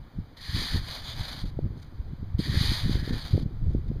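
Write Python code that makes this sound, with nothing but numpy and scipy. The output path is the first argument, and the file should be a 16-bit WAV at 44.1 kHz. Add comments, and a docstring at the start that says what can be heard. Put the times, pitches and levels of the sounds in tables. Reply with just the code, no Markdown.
"""Outdoors on dry sand, a short steel shovel digs twice, close by. Friction among the grains makes a
swelling hiss as the blade pushes in; then it lifts its load, and sand crumbles and slides off the edges.
The rubbed steel rings and rasps, and a little loose sand spills. Turbulent wind strikes the microphone
in gusts and single eddies, over a faint outdoor hush."""
import sys
import numpy as np
from scipy.fft import rfft, irfft, next_fast_len
from scipy.io import wavfile
from scipy.ndimage import uniform_filter1d, map_coordinates

SR = 44100
rng = np.random.default_rng(int(sys.argv[2]) if len(sys.argv) > 2 else 0)


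def wav_record(signal):
    """Record a signal, one row per channel, as 16-bit PCM in the file named by sys.argv[1]."""
    frames = np.transpose(np.atleast_2d(signal))
    bounded = np.clip(frames, -1, 1)
    # unit amplitude maps onto the largest positive 16-bit level
    quanta = np.round(bounded * 32767).astype(np.int16)
    wavfile.write(sys.argv[1], SR, quanta)


N = 176400
t = np.arange(N) / SR


def amp(db):
    """Amplitude ratio of a level in decibels."""
    return 10 ** (np.asarray(db) / 20)


def unit(x):
    """Normalisation to an rms of 1."""
    return x / np.sqrt(np.mean(x ** 2) + 1e-20)


def contour(points):
    """Linear interpolation of a level in dB over time, silent outside its points."""
    return np.interp(t, *np.transpose(points), left=-120, right=-120)


def pulse(centre_s, sigma_s):
    """Gaussian envelope with a peak of 1."""
    return np.exp(-.5 * ((t - centre_s) / sigma_s) ** 2)


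def wobble(knots_per_s):
    """Smooth random modulation: a spline through soft-limited knots."""
    knots = 2 * np.tanh(rng.standard_normal(int(N * knots_per_s / SR) + 4) / 2)
    return map_coordinates(knots, [np.arange(N) * knots_per_s / SR])


def filtered(x, response):
    """Linear filtering: the spectrum is multiplied by a frequency response."""
    size = next_fast_len(N + SR // 2)
    return irfft(rfft(x, size) * response(np.fft.rfftfreq(size, 1 / SR)), size)[:N]


def coloured(x, points):
    """Spectral shaping by (Hz, dB) points joined on a logarithmic frequency axis."""
    f, db = np.transpose(points)
    return filtered(x, lambda hz: amp(np.interp(np.log(hz + 1), np.log(f + 1), db)))


def noise(spectrum):
    """Coloured Gaussian noise at rms 1."""
    return unit(coloured(rng.standard_normal(N), spectrum))


def grains(spectrum, per_s, scatter_db, clump_db, clumps_per_s):
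    """Shot noise at rms 1: tiny random collisions of uneven size, swelling in clumps."""
    hits = (rng.random(N) < per_s / SR) * rng.standard_normal(N)
    size_db = scatter_db * np.clip(rng.standard_normal(N), -2, 2) + clump_db * wobble(clumps_per_s)
    return unit(coloured(hits * amp(size_db), spectrum))


def resonant(hz, width_hz):
    """A resonance driven by friction: narrow-band noise at rms 1, whose centre may move."""
    phase = 2 * np.pi * np.cumsum(hz * np.ones(N)) / SR
    lowpass = lambda f: 1 / (1 + 1j * f / (0.67 * width_hz)) ** 2
    drift = lambda: filtered(rng.standard_normal(N), lowpass)
    return unit(drift() * np.cos(phase) + drift() * np.sin(phase))


# The sand's hiss, one table per scoop. Each row: time in seconds, relative level in dB.
HISS_LEVELS = [
    [(0.36, -85), (0.372, -51.5), (0.394, -56), (0.42, -47.5), (0.538, -41), (0.564, -35), (0.77, -38),
     (0.818, -50.5), (0.828, -46), (0.89, -39.5), (0.994, -41), (1.02, -47), (1.054, -41), (1.118, -38.5),
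     (1.154, -48.5), (1.2, -37.5), (1.242, -41.5), (1.326, -39.5), (1.336, -42.5), (1.418, -45.5),
     (1.448, -59), (1.458, -51), (1.502, -51.5), (1.512, -68), (1.53, -69)],
    [(2.37, -79), (2.376, -105), (2.384, -53), (2.39, -44), (2.464, -40.5), (2.478, -43.5), (2.63, -33),
     (2.746, -34), (2.88, -43), (2.93, -39), (3.028, -48), (3.094, -42.5), (3.118, -46.5), (3.17, -40.5),
     (3.194, -43), (3.216, -43), (3.246, -45), (3.264, -43.5), (3.32, -46.5), (3.39, -48), (3.434, -56),
     (3.452, -85), (3.46, -64)],
]
# One entry per scoop: the time in seconds at which the push turns into the lift.
LIFT_TIMES = [0.785, 2.82]
# Spectra of sand rubbing on the blade, sand sliding off it and clods breaking up.
# Each row: frequency in Hz, relative spectral density in dB.
PUSH_SPECTRUM = [(300, -44), (700, -17.5), (1100, -9), (1450, -12), (1800, -6.5), (2200, -5), (3200, -0.5),
                 (4400, 4), (6200, -4.5), (9400, -5.5), (12000, -8), (15000, -21)]
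SLIDE_SPECTRUM = [(300, -16), (700, -5.5), (1200, -7), (1800, -7), (2300, -5), (3600, 1), (4600, 2),
                  (6300, -5), (9500, -6.5), (12000, -9), (15000, -16)]
CRUMBLE_SPECTRUM = [(200, 5), (500, -4.5), (850, -9.5), (1300, 1.5), (2200, 14), (5000, -45)]


def digging(turn_s=0.14, push_db=6.5, slide_db=4):
    """Granular friction: sand rubs on the entering blade, then slides off; clods crumble throughout."""
    out = np.zeros(N)
    for levels, lift_s in zip(HISS_LEVELS, LIFT_TIMES):
        hiss_db = contour(levels)
        lifted = .5 + .5 * np.tanh((t - lift_s) / turn_s)
        push = grains(PUSH_SPECTRUM, per_s=16000, scatter_db=0.5, clump_db=0.82, clumps_per_s=160)
        slide = grains(SLIDE_SPECTRUM, per_s=9000, scatter_db=-3, clump_db=2.0, clumps_per_s=80)
        clods = grains(CRUMBLE_SPECTRUM, per_s=2500, scatter_db=3, clump_db=6.5, clumps_per_s=60)
        hiss = amp(push_db) * np.sqrt(1 - lifted) * push + amp(slide_db) * np.sqrt(lifted) * slide
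        crumble_db = -58.5 + 0.76 * (hiss_db + 40)  # grows more slowly than the hiss
        out += amp(hiss_db) * hiss + amp(crumble_db) * clods
    return out


# The blade's hollow resonance, one table per scoop. Each row: time in seconds, relative level in dB.
RING_LEVELS = [
    [(0.36, -68), (0.372, -57), (0.572, -42.5), (0.778, -44), (0.81, -53.5), (0.918, -53), (1.0, -58),
     (1.33, -53), (1.5, -77)],
    [(2.38, -79), (2.442, -44), (2.498, -47.5), (2.554, -36.5), (2.7, -47), (2.79, -49), (3.152, -47),
     (3.386, -67), (3.44, -77)],
]


def blade_ring(start_hz=1871, sag_hz_per_s=150, gain_db=-2):
    """Mass loading: the rubbed steel's resonance, damped by sand, falls in pitch as the blade fills."""
    out = np.zeros(N)
    for levels in RING_LEVELS:
        start_s = levels[0][0]
        hz = start_hz - sag_hz_per_s * (t - start_s)
        out += amp(gain_db + contour(levels)) * resonant(hz, width_hz=270)
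    return out


# Rasps on the steel. Each row: centre in seconds, level in dB, Gaussian sigma in seconds, pitch in Hz.
BLADE_RASPS = [(0.554, -40, 0.011, 3970), (1.091, -40.5, 0.035, 3560), (1.206, -42, 0.0073, 4130),
               (1.414, -46.5, 0.013, 4500), (2.409, -39.5, 0.011, 4540), (2.933, -43, 0.029, 3510),
               (3.219, -39, 0.0081, 4340)]


def rasps(width_hz=650, overtone_ratio=1.88, overtone_db=-4.5):
    """Frictional excitation: packed sand briefly drives two inharmonic resonances on the blade."""
    out = np.zeros(N)
    for centre_s, db, sigma_s, hz in BLADE_RASPS:
        rasp = resonant(hz, width_hz) + amp(overtone_db) * resonant(hz * overtone_ratio, width_hz)
        out += amp(db) * pulse(centre_s, sigma_s) * rasp
    return out


# Small spills of sand. Each row: centre in seconds, level in dB, Gaussian sigma in seconds.
SAND_SPILLS = [(0.377, -52, 0.0017), (1.465, -49, .006), (1.812, -58.5, 0.036), (1.831, -55, .004),
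               (3.719, -59, 0.03), (3.886, -57, 0.0048)]


def spills():
    """Impact noise: the collisions of loose grains add up to brief, bright patters."""
    swell = sum(amp(db) * pulse(centre_s, sigma_s) for centre_s, db, sigma_s in SAND_SPILLS)
    spectrum = [(500, -27), (3000, -8), (6500, -5), (10000, -10), (15000, -18)]
    return swell * grains(spectrum, per_s=6500, scatter_db=1.0, clump_db=4.5, clumps_per_s=150)


# The wind's low rumble and the gusts' higher flutter. Each row: time in seconds, relative level in dB.
RUMBLE_LEVELS = [(0.0, -39), (0.11, -54), (0.18, -36), (0.33, -53), (0.54, -30), (0.67, -40.5), (0.76, -28),
                 (0.97, -44.5), (1.21, -34), (1.26, -45.5), (1.65, -31), (1.89, -41), (2.41, -32.5),
                 (2.43, -35), (2.56, -28.5), (2.81, -31.5), (2.85, -24), (3.27, -33), (3.34, -27),
                 (3.53, -35), (3.65, -28.5), (4.0, -27.5)]
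GUST_LEVELS = [(0, -52.5), (.1, -58.5), (.2, -51), (.3, -50.5), (.46, -56.5), (.57, -41), (.69, -48),
               (.76, -42.5), (.85, -54.5), (1.1, -57.5), (1.22, -48), (1.32, -57.5), (1.45, -43),
               (1.5, -61), (1.64, -37), (1.73, -45.5), (1.9, -52.5), (2.08, -54), (2.13, -48.5),
               (2.31, -53.5), (2.4, -45), (2.45, -50), (2.5, -35.5), (2.7, -40), (2.78, -57), (2.89, -37.5),
               (2.99, -43), (3.12, -36.5), (3.23, -50), (3.3, -42), (3.36, -34.5), (3.55, -50.5),
               (3.67, -43.5), (3.84, -45), (3.9, -38), (4, -44)]
# Their spectra. Each row: frequency in Hz, relative spectral density in dB.
RUMBLE_SPECTRUM = [(10, -1.5), (28, 1.5), (50, 0.5), (90, -2), (140, -3), (200, -19.5), (300, -40.5),
                   (500, -40.5), (1000, -75), (3000, -100)]
FLUTTER_SPECTRUM = [(60, -26.5), (140, 3), (260, 5), (450, -8.5), (700, -20), (1500, -58), (4000, -100)]


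def wind(buffet_db=3.5, flicker_db=4.8, surge_share=0.52, rumble_gain_db=-1, flutter_gain_db=-2):
    """Turbulent pressure on the microphone: flutter and rumble share their buffeting and quick surges."""
    gust_db = np.interp(t, *np.transpose(GUST_LEVELS))
    surge_db = gust_db - uniform_filter1d(gust_db, size=SR // 4)
    rumble_db = np.interp(t, *np.transpose(RUMBLE_LEVELS)) + surge_share * surge_db
    buffeting = amp(buffet_db * wobble(knots_per_s=32))
    rumble = unit(noise(RUMBLE_SPECTRUM) * buffeting)
    flutter = unit(noise(FLUTTER_SPECTRUM) * buffeting * amp(flicker_db * wobble(knots_per_s=70)))
    return amp(rumble_db + rumble_gain_db) * rumble + amp(gust_db + flutter_gain_db) * flutter


# Eddies at the microphone. Each row: centre in seconds, relative level in dB, time scale in milliseconds.
EDDY_THUMPS = [(.189, -17.5, 1.44), (0.497, -21.5, 2.6), (0.55, -17, 1.8), (.566, -23.5, 0.97),
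               (0.748, -25, 1.16), (.761, -21, 0.85), (0.778, -22.5, 2.9), (1.201, -22, 2.45),
               (1.442, -24, 1.38), (1.575, -22.5, 1.9), (1.591, -17.5, 0.56), (1.662, -16, 1.46),
               (2.002, -19.5, 3.9), (2.136, -24, 1.3), (2.23, -23.5, 1.23), (2.351, -12.5, 2.7),
               (2.394, -12, 1.08), (2.401, -17.5, 0.79), (2.499, -16.5, 1.76), (2.529, -25.5, 1.2),
               (2.544, -24, 0.65), (2.575, -10.5, 2.14), (2.613, -12, 1.57), (2.719, -18, 1.06),
               (2.864, -17, 1.43), (2.883, -25, 1.04), (2.896, -14, 0.99), (2.914, -18, 1.2),
               (2.956, -20.5, 0.8), (3.029, -19.5, 1.27), (3.078, -22, 0.72), (3.109, -17, 0.94),
               (3.141, -23.5, 0.74), (3.339, -9.5, 2), (3.347, -17, 0.95), (3.359, -10.5, 2.36),
               (3.379, -15, 0.61), (3.433, -18.5, 1.32), (3.462, -16, 1.45), (3.672, -18.5, 2.4),
               (3.750, -14.5, 0.79), (3.905, -14, 1.53), (3.916, -22, 0.75)]
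# The colour of their thumps. Each row: frequency in Hz, gain in dB.
EDDY_RESPONSE = [(20, -11), (50, -4), (100, -1), (200, -2), (1000, -0.5)]


def eddies():
    """Pressure transients: each eddy is one swing and rebound; the shorter it is, the wider its band."""
    pressure = np.zeros(N)
    phases = rng.uniform(-np.pi, np.pi, len(EDDY_THUMPS))  # set how lopsided each swing is
    for (centre_s, db, scale_ms), phase in zip(EDDY_THUMPS, phases):
        scaled_time = (t - centre_s) * 1000 / scale_ms
        pressure += amp(db) * np.real(np.exp(1j * phase) / (1 + 1j * scaled_time / 3) ** 4)
    return coloured(pressure, EDDY_RESPONSE)


# The distant outdoor hush. Each row: frequency in Hz, relative spectral density in dB.
HUSH_SPECTRUM = [(30, 3), (200, -3), (550, -2.5), (1000, -3.5), (2000, -8), (3600, -10), (4800, -10.5),
                 (6200, -14), (9500, -16), (12000, -17), (15000, -14.5)]


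def hush(level_db=-57):
    """Stationary broadband noise: the faint background of the open air."""
    return amp(level_db) * noise(HUSH_SPECTRUM)


def scene():
    """Superposition: the sounds of shovel, sand and air add at one microphone."""
    air = wind() + eddies() + hush()
    return (digging() + blade_ring() + rasps() + spills() + air)[None]


# The microphone's colour. Each row: frequency in Hz, gain in dB.
MIC_RESPONSE = [(1000, 1), (4900, -1.5), (5250, -11.5), (6000, -9), (15000, -12.5)]
# Its notches. Each row: centre frequency in Hz, width in Hz.
MIC_NOTCHES = [(2720, 784), (5490, 620), (7850, 2480), (10920, 950)]


def record(dry):
    """Frequency response: the microphone dulls the treble, cuts four notches and limits the band."""
    def response(f, top_hz=15300):
        notches = [(hz ** 2 - f ** 2) / (hz ** 2 - f ** 2 + 1j * f * width) for hz, width in MIC_NOTCHES]
        return np.prod(notches, axis=0) * (f < top_hz)
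    return filtered(coloured(dry[0], MIC_RESPONSE), response)[None]


dry = scene()
out = record(dry)
wav_record(out)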